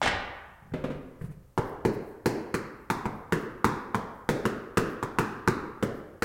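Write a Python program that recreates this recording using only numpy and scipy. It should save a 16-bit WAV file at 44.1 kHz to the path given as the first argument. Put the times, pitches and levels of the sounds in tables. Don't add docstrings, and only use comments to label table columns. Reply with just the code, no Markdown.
import sys
import numpy as np
from scipy import signal
from scipy.fft import rfft, irfft
from scipy.io import wavfile
from scipy.ndimage import uniform_filter1d

SR = 44100
rng = np.random.default_rng(int(sys.argv[2]) if len(sys.argv) > 2 else 0)


def digitize_waveform(pressure):
    field = np.atleast_2d(pressure).T
    bounded = np.clip(field, -1, 1)
    quanta = np.round(bounded * 32767).astype(np.int16)
    wavfile.write(sys.argv[1], SR, quanta)


N = 275492
TIME = np.arange(N) / SR

# (frequency [Hz], level [dB])
ROOM_TONE_SPECTRUM = [(25, -14), (55, -1.5), (110, -6), (200, -11), (350, -30), (700, -27), (1500, -36),
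                      (3500, -42.5), (15000, -41.5)]
# (frequency [Hz], t60 [s])
ECHO_DECAY = [(80, 0.9), (200, 0.65), (450, 1.0), (1200, 1.21), (2200, 0.96), (4500, 0.62), (8000, 0.47),
              (14000, 0.7)]
# (frequency [Hz], gain [dB])
ECHO_SPECTRUM = [(60, 0.5), (200, -4.5), (400, -2), (700, -4.5), (1300, -4.5), (2500, -5), (5000, -7.5),
                 (8000, -15.5), (14000, -25.5)]
# (time [s], rattle level [dB], rattle length [s], level of the modes [dB])
CLATTER_BLOWS = [(0.016, -36, 0.0054, -30), (0.021, -42.5, 0.0047, -40.5), (0.027, -28.5, 0.07, -51),
                 (0.057, -31.5, 0.012, -47), (0.0625, -32.5, 0.11, -31.5), (0.075, -29, 0.021, -41)]
KNOCK_BLOWS = [(.737, -34.5, 0.029, -34.5), (.840, -32, 0.049, -36), (.902, -38.5, 0.058, -37)]
# (frequency [Hz], level [dB])
CLATTER_SPECTRUM = [(60, 1.5), (200, 4), (500, -1.5), (830, -2), (1200, 1.5), (1900, 3), (3200, -3),
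                    (5000, -12), (8500, -18.5), (11000, -33), (15000, -39)]
KNOCK_SPECTRUM = [(40, -3.5), (100, -8), (170, 4), (270, -10), (380, 1), (480, 2), (600, -1.5),
                  (760, -12.5), (1200, -11), (2800, -20.5), (5000, -35), (14000, -48)]
# (frequency [Hz], level [dB], t60 [s])
CLACK_MODES = [(560, -6, .014), (850, 0, .014), (1250, -8, .01)]
THUD_MODES = [(143.2, -7, 0.29), (254, 5.5, 0.083), (352, -5, 0.03)]
# (time [s], level [dB], length [s])
BODY_BUMPS = [(.62, -49.5, 0.45), (.719, -39, 0.023), (1.211, -38, 0.026), (1.24, -38, 0.01),
              (1.295, -42, 0.069), (1.37, -55, 0.058)]
# (middle time [s], length [s], level [dB])
SLEEVE_MOVES = [(1.25, 0.072, -52), (1.325, 0.033, -57)]
# (frequency [Hz], level [dB])
BUMP_SPECTRUM = [(30, -1), (90, 4.5), (165, 9), (270, -13.5), (480, -10), (750, -33), (1800, -24.5),
                 (4000, -59), (15000, -68)]
SLEEVE_SPECTRUM = [(200, 14.5), (1900, 2), (3500, -10), (6000, -14), (9500, -6), (15000, -13)]
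# (time [s], gain [dB], hardness [dB/octave], favoured band [Hz], hollow band [Hz], # weak band
# of the stick [Hz])
CHALK_TAPS = [(1.5767, -1.5, -1.5, 770, 218, 2500), (1.8503, 0, -0.5, 408, 1240, 3490),
              (2.2583, 2.2, 1.05, 353, 1240, 3640), (2.5415, -2, 0.5, 1920, 734, 3560),
              (2.9009, -0.5, 1.24, 930, 520, 3020), (3.0549, -7, -1.6, 821, 350, 1810),
              (3.323, 0.9, -0.1, 1760, 790, 2380), (3.6441, 3.5, .4, 1000, 643, 3040),
              (3.9455, -2.5, -.2, 1000, 340, 2700), (4.2898, 2.5, 0.8, 523, 1070, 2930),
              (4.4537, -.7, 0.34, 1360, 850, 2340), (4.7718, 3.5, 0.5, 1370, 860, 2230),
              (5.0274, -6, -0.34, 1170, 188, 2770), (5.1856, 2, .7, 1370, 580, 2180),
              (5.476, 2.5, -0.05, 1330, 660, 3240), (5.8262, -2, -0.3, 554, 926, 2550),
              (6.2225, 0.5, 0.96, 1730, 1010, 3550)]
# (frequency [Hz], level [dB], t60 [s])
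BENDING_MODES = [(116.8, 0, 0.26), (150, -4, 0.33), (214.5, -9.5, 0.84), (233, 3.5, 0.09), (305, 0, 0.041),
                 (377.4, 6, 0.13), (449.2, 5, 0.12), (504, 4, 0.074)]
SPOT_MODES = [(208, 11.5, 0.027), (918, 10, 0.014), (1470, 1, 0.016)]
# (frequency [Hz], level [dB])
PANEL_SPECTRUM = [(80, -4), (450, -11), (660, -22), (920, 3.5), (1500, -6.5), (2100, -10), (3200, -23.5),
                  (6000, -26), (15000, -32)]
CRUSH_SPECTRUM = [(200, -61), (1200, 22), (2400, 12), (3400, -0.5), (5000, -2), (7000, -3.5), (10000, -9),
                  (15000, -17.5)]
RADIATED_SPECTRUM = [(45, -17), (80, -19), (110, -8), (220, -2), (440, -3.5), (620, -12), (1000, -9),
                     (1600, -15.5), (2300, -24.5), (3100, -33), (4200, -33), (6500, -30.5), (10000, -31.5),
                     (15000, -31.5)]
# (middle time [s], length [s], level [dB])
CHALK_SLIDES = [(1.68, 0.13, -64), (1.94, 0.053, -61), (2.08, 0.14, -67), (2.81, 0.14, -74),
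                (3.16, .16, -71), (3.42, 0.084, -60.5), (3.50, .05, -85), (4.18, 0.13, -73),
                (4.62, 0.064, -76), (4.91, 0.087, -64), (5.68, 0.1, -79), (5.97, .08, -66)]
# (frequency [Hz], level [dB])
SLIDE_SPECTRUM = [(300, -20), (1500, -2), (4000, -35), (8000, 0), (15000, 4)]


def undb(db):
    return 10 ** (np.asarray(db) / 20)


def unit(x):
    return x / np.sqrt(np.mean(x ** 2))


def at_level(x, db):
    return x * undb(db) * np.sqrt(.04 * SR / np.sum(x ** 2))


def lookup(points, hz):
    point_hz, value = np.transpose(points)
    return np.interp(np.log(np.maximum(hz, 1)), np.log(point_hz), value)


def colour(x, points, size=2048):
    cepstrum = irfft(np.log(undb(lookup(points, np.arange(size + 1) * SR / (2 * size)))))
    cepstrum[1:size] *= 2
    cepstrum[size + 1:] = 0
    return signal.fftconvolve(x, irfft(np.exp(rfft(cepstrum))))[:len(x)]


def band(x, hz, q):
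    return signal.lfilter(*signal.iirpeak(hz, q, fs=SR), x)


def fade(t, t60):
    return np.exp(-np.log(1000) * t / t60)


def ring(modes, t):
    return sum((-1) ** k * undb(db) * fade(t, t60) * np.sin(2 * np.pi * hz * t)
               for k, (hz, db, t60) in enumerate(modes))


def grains(size, spread_db):
    return unit(rng.standard_normal(size) * undb(spread_db * rng.standard_normal(size)))


def add(out, s, x):
    start = max(int(s * SR), 0)
    out[start:start + len(x)] += x[:max(len(out) - start, 0)]


def room_tone(level_db=-57):
    return undb(level_db) * unit(colour(rng.standard_normal(N), ROOM_TONE_SPECTRUM))


def rattles(blows, spectrum, ring_db, ring_t60):
    out, t = np.zeros(N), TIME[:SR // 3]
    for s, db, length in blows:
        contacts = grains(len(t), spread_db=1.33) * np.exp(-(2 * t / length) ** 2)
        tail = undb(ring_db) * rng.standard_normal(len(t)) * fade(t, ring_t60)
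        add(out, s, at_level(colour(contacts + tail, spectrum), db))
    return out


def ledge(blows, spectrum, modes, ring_db, ring_t60):
    out = rattles([row[:3] for row in blows], spectrum, ring_db, ring_t60)
    for s, _, _, modes_db in blows:
        add(out, s, at_level(ring(modes, TIME[:SR // 8]), modes_db))
    return out


def classroom(x, first_wall_s=0.0011, build_s=0.009):
    t = TIME[:SR]
    noise = rfft(rng.standard_normal(SR))
    build_up = np.clip((t - first_wall_s) / build_s, 0, 1)
    centres, response = np.array(ECHO_DECAY)[:, 0], 0
    for share, (_, t60) in zip(np.eye(len(centres)), ECHO_DECAY):
        noise_band = irfft(noise * lookup(np.c_[centres, share], np.arange(len(noise))))
        envelope = build_up * fade(t, t60)
        response = response + noise_band * envelope / np.sqrt(np.sum(envelope ** 2))
    return signal.fftconvolve(x, colour(response, ECHO_SPECTRUM))[:N]


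def body_shifts():
    return rattles(BODY_BUMPS, BUMP_SPECTRUM, ring_db=-9, ring_t60=0.3)


def rubbing(moves, spectrum, spread_db, catch_hz, catch_db):
    speed = sum(undb(db) * np.exp(-(2 * (TIME - s) / length) ** 2) for s, length, db in moves)
    catch = unit(uniform_filter1d(rng.standard_normal(N), int(SR / catch_hz)))
    friction = grains(N, spread_db) * undb(catch_db * catch)
    return speed * unit(colour(friction, spectrum))


def sleeve_rustle():
    return rubbing(SLEEVE_MOVES, SLEEVE_SPECTRUM, spread_db=-3, catch_hz=66.7, catch_db=3.5)


def board_boom(t, frame_s=.011, radiate_hz=95):
    modes = [(hz * (1 + 0.013 * rng.standard_normal()), db + rng.standard_normal(), t60)
             for hz, db, t60 in BENDING_MODES]
    spot = at_level(ring(SPOT_MODES, t), -28)
    swing = at_level(ring(modes, t), -28) + spot
    returned = signal.sosfilt(signal.butter(2, 600, fs=SR, output="sos"), spot)
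    add(swing, frame_s * (1 + 0.1255 * rng.standard_normal()), undb(-3) * returned)
    return -signal.sosfilt(signal.butter(2, radiate_hz, "high", fs=SR, output="sos"), swing)


def chalk_tap(force_peak_s=0.00025):
    t = TIME[:SR // 3]
    boom = board_boom(t)
    knock = at_level(colour(rng.standard_normal(len(t)) * fade(t, t60=0.13), PANEL_SPECTRUM), -33)
    force = t / force_peak_s * np.exp(1 - t / force_peak_s)
    crumbling = undb(-22) * fade(t, t60=0.21)
    fractures = grains(len(t), spread_db=1.2) * (force + crumbling)
    crunch = at_level(colour(fractures, CRUSH_SPECTRUM), -44)
    out = boom + knock + crunch
    snap = at_level(colour(signal.unit_impulse(len(t)), CRUSH_SPECTRUM), -39)
    add(out, rng.uniform(.0012, .0022), snap)
    bounced = colour(crunch, [(4000, -4), (7500, 7.5), (12000, 5)])
    for lag_s, echo_db in [(.0066, 0.082), (.0085, 1)]:
        add(out, lag_s * (1 + 0.053 * rng.standard_normal()), undb(echo_db) * bounced)
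    return out


def hardness(x, db_per_octave, pivot_hz=1000):
    return colour(x, [(hz, db_per_octave * np.log2(hz / pivot_hz)) for hz in (130, 14000)])


def tapping():
    out = np.zeros(N)
    radiated = at_level(colour(signal.unit_impulse(SR // 10), RADIATED_SPECTRUM), -23)
    for s, gain_db, tilt, favoured_hz, hollow_hz, null_hz in CHALK_TAPS:
        hit = classroom(radiated)
        add(hit, 0, chalk_tap())
        hit += 0.65 * band(hit, favoured_hz, q=2.65)
        hit -= 0.7 * band(hit, hollow_hz, q=1.53)
        hit -= 0.65 * band(hit, null_hz, q=5)
        hit += 1.1 * band(hit, 1.197 * null_hz, q=7)
        add(out, s, undb(gain_db) * hardness(hit, tilt))
    return out


def chalk_slides():
    return rubbing(CHALK_SLIDES, SLIDE_SPECTRUM, spread_db=8.5, catch_hz=110, catch_db=-1)


def scene(clatter_send_db=4, knock_send_db=1, body_send_db=-5):
    slides = chalk_slides()
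    clatter = ledge(CLATTER_BLOWS, CLATTER_SPECTRUM, CLACK_MODES, ring_db=-3, ring_t60=0.12)
    knocks = ledge(KNOCK_BLOWS, KNOCK_SPECTRUM, THUD_MODES, ring_db=-4.5, ring_t60=0.4)
    body = body_shifts() + sleeve_rustle()
    ledge_send = undb(clatter_send_db) * clatter + undb(knock_send_db) * knocks
    echo = classroom(ledge_send + undb(body_send_db) * body + slides)
    return (room_tone() + clatter + body + knocks + tapping() + slides + echo)[None]


def record(dry, top_hz=15900):
    return signal.sosfilt(signal.ellip(8, .2, 70, top_hz, fs=SR, output="sos"), dry)


dry = scene()
out = record(dry)
digitize_waveform(out)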